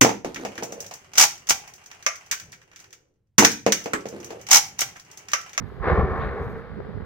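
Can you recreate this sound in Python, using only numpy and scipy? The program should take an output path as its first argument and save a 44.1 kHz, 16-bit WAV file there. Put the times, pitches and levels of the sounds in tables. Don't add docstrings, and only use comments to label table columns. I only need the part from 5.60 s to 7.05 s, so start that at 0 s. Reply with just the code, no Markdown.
import sys
import numpy as np
from scipy import signal
from scipy.fft import rfft, irfft
from scipy.io import wavfile
from scipy.ndimage import uniform_filter1d

SR = 44100
rng = np.random.default_rng(int(sys.argv[2]) if len(sys.argv) > 2 else 0)


def wrap_up_sound(samples):
    columns = np.atleast_2d(samples).T
    tamed = np.clip(columns, -1, 1)
    steps = np.round(tamed * 32767).astype(np.int16)
    wavfile.write(sys.argv[1], SR, steps)


N = 63945

# (time [s], left [dB], right [dB])
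BUFFETING = [(0, -41.5, -29), (.12, -58, -38.5), (.3, -57.5, -30), (0.599, -36, -28.5), (.77, -43, -36),
             (.95, -38.5, -32.5), (1.06, -56.5, -41), (1.142, -40, -34), (1.25, -74, -35.5),
             (1.45, -41.5, -35.5)]
# (frequency [Hz], density [dB])
LEFT_WIND_SPECTRUM = [(20, -15.5), (70, -4), (150, -15), (220, 5.5), (330, -9), (600, -24.5), (5000, -92.5)]
RIGHT_WIND_SPECTRUM = [(15, -24.5), (35, -6), (70, 3.5), (125, 1.5), (210, -5), (300, -14), (480, -21.5),
                       (700, -43), (2000, -35.5), (6000, -100)]
# (time [s], half-width [s], level [dB], pitch [Hz])
GUSTS = [(.04, .016, -25.5, 110), (.214, .027, -25, 58), (.325, .013, -19, 195), (1.125, .02, -34, 84),
         (1.186, .02, -26, 180), (1.3, .016, -33, 200), (1.368, .028, -25, 105), (1.405, .012, -29, 230),
         (1.423, .018, -28, 90)]
# (frequency [x pitch], density [dB])
EDDY_SPECTRUM = [(.2, -14), (.7, -1.5), (2.6, -5.5), (4, -26), (30, -82.5)]

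# (time [s], level [dB])
JET_LEVEL = [(0, -78), (.19, -53), (.222, -33.5), (.25, -29.5), (.283, -24), (.355, -20.5), (.395, -21.5),
             (.452, -27.5), (.53, -27.5), (.635, -30.5), (.68, -40.5), (.8, -37), (.92, -44), (1.05, -55),
             (1.45, -62)]
WASH_LEVEL = [(0, -48.5), (.2, -50.5), (.245, -29), (.3, -22.5), (.36, -35.5), (.47, -38.5), (.65, -33),
              (.72, -36), (.83, -37), (.91, -41.5), (.96, -41), (1.08, -47), (1.45, -48)]
# (frequency [Hz], density [dB])
JET_SPECTRUM = [(100, -26), (270, -14.5), (370, -1.5), (480, 0), (610, -9.5), (760, -2), (900, -14.5),
                (1080, -0.5), (1240, -7), (1420, -14), (1600, -22.5), (1760, -8), (2030, -29.5),
                (2230, -18.5), (2520, -35), (2900, -39), (3700, -40), (5000, -49), (7000, -61),
                (10000, -90)]
WASH_SPECTRUM = [(100, -14), (240, -12.5), (420, 2.5), (640, -2.5), (850, -2.5), (970, -3.5), (1250, -3),
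                 (1500, -3), (1780, -5), (2030, -9.5), (2230, -12.5), (2500, -22.5), (2900, -32.5),
                 (3700, -29.5), (5000, -36), (7000, -65.5), (10000, -87)]
# (frequency [Hz], correlation [0..1])
JET_CORRELATION = [(200, 0.51), (400, 0.94), (1100, 1), (1800, 0.87), (3000, 0.27)]
# (time [s], level [dB], pitch [Hz])
VENT_NOTE = [(0, -60, 450), (.29, -45, 420), (.46, -34, 375), (.51, -34, 440), (.63, -45, 420),
             (.72, -36.5, 460), (.82, -34.5, 440), (.9, -46, 420), (.955, -36.5, 445), (1.03, -48, 470),
             (1.45, -54, 430)]

# (frequency [Hz], density [dB])
HISS_SPECTRUM = [(1500, -2.5), (2600, -3), (3700, -4.5), (4800, -9.5), (5800, -22.5), (8500, -28.5),
                 (13000, -25.5), (16000, -27.5)]
SIZZLE_SPECTRUM = [(4000, -22.5), (6500, -8), (8500, -17), (10500, -13.5), (12200, -6), (14000, -17.5),
                   (16000, -21.5)]
# (time [s], half-width [s], level [dB])
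SPRAYS = [(0.074, 0.25, -80), (.089, 0.0027, -72), (0.376, .09, -81), (0.512, 0.046, -77),
          (0.585, 0.042, -73.5), (0.654, 0.054, -75.5), (0.753, 0.091, -78), (0.844, 0.053, -71.5),
          (0.913, 0.039, -73), (.985, 0.058, -77)]

# (time [s], level [dB])
KNOCKS = [(.12, -30), (.181, -31), (1.173, -31), (1.189, -28), (1.201, -20.5), (1.248, -28.5), (1.267, -30),
          (1.29, -27), (1.302, -33), (1.339, -28), (1.374, -26.5), (1.406, -28), (1.42, -31)]
# (frequency [Hz], level [dB], T60 [s])
KNOCK_MODES = [(323, -10.5, 0.026), (410.6, 1.5, 0.046), (473, 1, 0.028), (630, -5, 0.0091)]
# (frequency [Hz], density [dB])
TICK_SPECTRUM = [(200, -6), (500, 7.5), (800, -7.5), (1400, -9), (2200, -25), (3000, -32), (5000, -49),
                 (9000, -69)]

# (time [s], half-width [s], level [dB], pitch [Hz], left minus right [dB])
BOOMS = [(.279, .02, -21.5, 72, -5), (.329, .023, -13.5, 76, -4), (.36, .012, -29, 150, 2),
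         (.393, .024, -12, 74, 1), (.441, .022, -13.5, 68, 3), (.521, .025, -22.5, 70, 2),
         (.592, .025, -26.5, 85, -3), (.638, .02, -28, 130, 1), (.663, .026, -22.5, 60, 3),
         (.702, .018, -28, 85, 1), (.733, .022, -32, 55, 4), (.812, .024, -25, 72, 3),
         (.869, .022, -27, 115, 6)]
# (frequency [Hz], density [dB])
RUMBLE_SPECTRUM = [(15, -31), (35, 6.5), (90, -4.5), (180, 1.5), (270, -13), (500, -23.5), (1500, -71.5),
                   (5000, -110)]

# (time [s], half-width [s], level [dB])
CLAPS = [(.286, .008, -21.5), (.32, .014, -22), (.399, .016, -18.5), (.958, .011, -35)]
# (time [s], rise [s], fall [s], level [dB])
SPURTS = [(0.299, 0.037, 0.037, -48.5), (0.618, 0.02, 0.077, -49.5)]
# (frequency [Hz], density [dB])
CLAP_SPECTRUM = [(120, 5), (300, -17.5), (470, 4.5), (700, -13), (1150, -7.5), (2000, -20.5), (2800, -36),
                 (8000, -97.5)]
SPURT_SPECTRUM = [(1200, -21.5), (2200, 6.5), (3000, -2.5), (3900, -1.5), (5000, -27.5), (7000, -43)]

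TIME_S = np.arange(N) / SR
BINS_HZ = np.fft.rfftfreq(N, 1 / SR)


def amp(db):
    return 10 ** (np.asarray(db) / 20)


def unit(x):
    return x / np.sqrt(np.mean(x ** 2) + 1e-20)


def level(points):
    return amp(np.interp(TIME_S, *np.transpose(points)))


def per_bin(points):
    hz, value = np.transpose(points)
    return np.interp(np.log(BINS_HZ + 1), np.log(hz + 1), value)


def coloured(x, spectrum):
    return unit(irfft(rfft(x) * amp(per_bin(spectrum)), N))


def pan(db):
    return amp([[db / 2], [-db / 2]])


def stereo_noise(spread):
    return rng.standard_normal(N) + spread * rng.standard_normal((2, N))


def flutter(rate_hz, depth_db):
    band = (BINS_HZ / rate_hz) / (1 + (BINS_HZ / rate_hz) ** 4)
    return amp(depth_db * unit(irfft(rfft(rng.standard_normal(N)) * band, N)))


def steady(x, samples=2205):
    power = uniform_filter1d(uniform_filter1d(x ** 2, samples), samples)
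    return x / np.sqrt(abs(power) + 1e-12)


def swell(at_s, width_s):
    return np.exp(-2 * ((TIME_S - at_s) / width_s) ** 2)


def lump(at_s, width_s, hz, start_turns, sag=0.2):
    pitch_hz = hz * (1 - sag * np.tanh((TIME_S - at_s) / width_s))
    return np.sin(2 * np.pi * (start_turns + np.cumsum(pitch_hz) / SR))


def wind():
    air = rng.standard_normal((2, N)) * flutter(rate_hz=56, depth_db=1.5)
    left = level([(s, db) for s, db, _ in BUFFETING])
    left *= steady(coloured(air[0], LEFT_WIND_SPECTRUM))
    right = level([(s, db) for s, _, db in BUFFETING])
    right *= steady(coloured(air[1], RIGHT_WIND_SPECTRUM), samples=882)
    for (at_s, width_s, db, hz), start_turns in zip(GUSTS, rng.random(len(GUSTS))):
        spectrum = [(ratio * hz, eddy_db) for ratio, eddy_db in EDDY_SPECTRUM]
        eddies = steady(coloured(rng.standard_normal(N), spectrum), samples=441)
        right += amp(db) * swell(at_s, width_s) * (lump(at_s, width_s, hz, start_turns) + 0.55 * eddies)
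    return np.array([left, right])


def turbulence(spectrum, correlation, depth_db, lag_s=0.00008):
    left, other = rfft(rng.standard_normal((2, N)) * flutter(rate_hz=72, depth_db=depth_db))
    right = correlation * left + np.sqrt(1 - correlation ** 2) * other
    right *= np.exp(-2j * np.pi * BINS_HZ * lag_s)
    return coloured(irfft(np.array([left, right]), N), spectrum)


def roar(jet_db=-1.5):
    jet = level(JET_LEVEL) * turbulence(JET_SPECTRUM, per_bin(JET_CORRELATION), depth_db=1.0)
    wash = level(WASH_LEVEL) * turbulence(WASH_SPECTRUM, correlation=0.84, depth_db=1.9)
    return pan(db=0.86) * (amp(jet_db) * jet + wash + vent())


def vent(width_hz=38):
    at_s, db, hz = np.transpose(VENT_NOTE)
    lowpass = 1 / (1 + 1j * np.fft.fftfreq(N, 1 / SR) / width_hz) ** 2
    noise = rng.standard_normal(N) + 1j * rng.standard_normal(N)
    drift = np.fft.ifft(np.fft.fft(noise) * lowpass)
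    turns = np.cumsum(np.interp(TIME_S, at_s, hz)) / SR
    note = (drift * np.exp(2j * np.pi * turns)).real
    return amp(np.interp(TIME_S, at_s, db)) * steady(note, samples=1323)


def hiss():
    floor = amp(db=-62.5) * pan(db=2.5) * coloured(rng.standard_normal((2, N)), HISS_SPECTRUM)
    grains = stereo_noise(spread=0.32) * flutter(rate_hz=110, depth_db=1.3)
    sprays = sum(amp(db) * swell(at_s, width_s) for at_s, width_s, db in SPRAYS)
    return floor + sprays * pan(db=-2) * coloured(grains, SIZZLE_SPECTRUM)


def knocks(rise_s=0.0024, tick_s=0.0029, tick_db=-9, right_db=-35):
    out = np.zeros(N)
    tick = amp(tick_db) * steady(coloured(rng.standard_normal(N), TICK_SPECTRUM), samples=130)
    for at_s, db in KNOCKS:
        age_s = np.maximum(TIME_S - at_s, 0)
        detunes = 1 + 0.04 * rng.standard_normal(len(KNOCK_MODES))
        ring = sum(amp(mode_db - 60 * age_s / t60_s) * np.sin(2 * np.pi * hz * detune * age_s)
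                   for (hz, mode_db, t60_s), detune in zip(KNOCK_MODES, detunes))
        attack = 1 - np.exp(-age_s / rise_s)
        out += amp(db) * (attack * ring + swell(at_s + tick_s, tick_s) * tick)
    return np.array([out, amp(right_db) * out])


def booms():
    out = np.zeros((2, N))
    rumble = steady(coloured(stereo_noise(spread=0.61), RUMBLE_SPECTRUM), samples=882)
    for (at_s, width_s, db, hz, pan_db), start_turns in zip(BOOMS, rng.random(len(BOOMS))):
        burst = 0.78 * lump(at_s, width_s, hz, start_turns) + 0.35 * rumble
        out += amp(db) * pan(pan_db) * swell(at_s, width_s) * burst
    return out


def claps():
    air = steady(coloured(stereo_noise(spread=0.12), CLAP_SPECTRUM), samples=330)
    return air * sum(amp(db) * swell(at_s, width_s) for at_s, width_s, db in CLAPS)


def spurts():
    envelope = np.zeros(N)
    for at_s, rise_s, fall_s, db in SPURTS:
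        age_s = TIME_S - at_s
        rise = np.exp(-(age_s / rise_s) ** 2)
        fall = np.exp(-abs(age_s) / fall_s)
        envelope += amp(db) * np.where(age_s < 0, rise, fall)
    return envelope * coloured(stereo_noise(spread=0.72), SPURT_SPECTRUM)


def scene():
    return roar() + spurts() + claps() + booms() + wind() + knocks() + hiss()


def record(dry):
    cutoff_hz = 15750
    lowpass = signal.firwin(511, cutoff_hz, window=("kaiser", 9), fs=SR)
    return signal.oaconvolve(dry, lowpass[None], "same")


dry = scene()
out = record(dry)
wrap_up_sound(out)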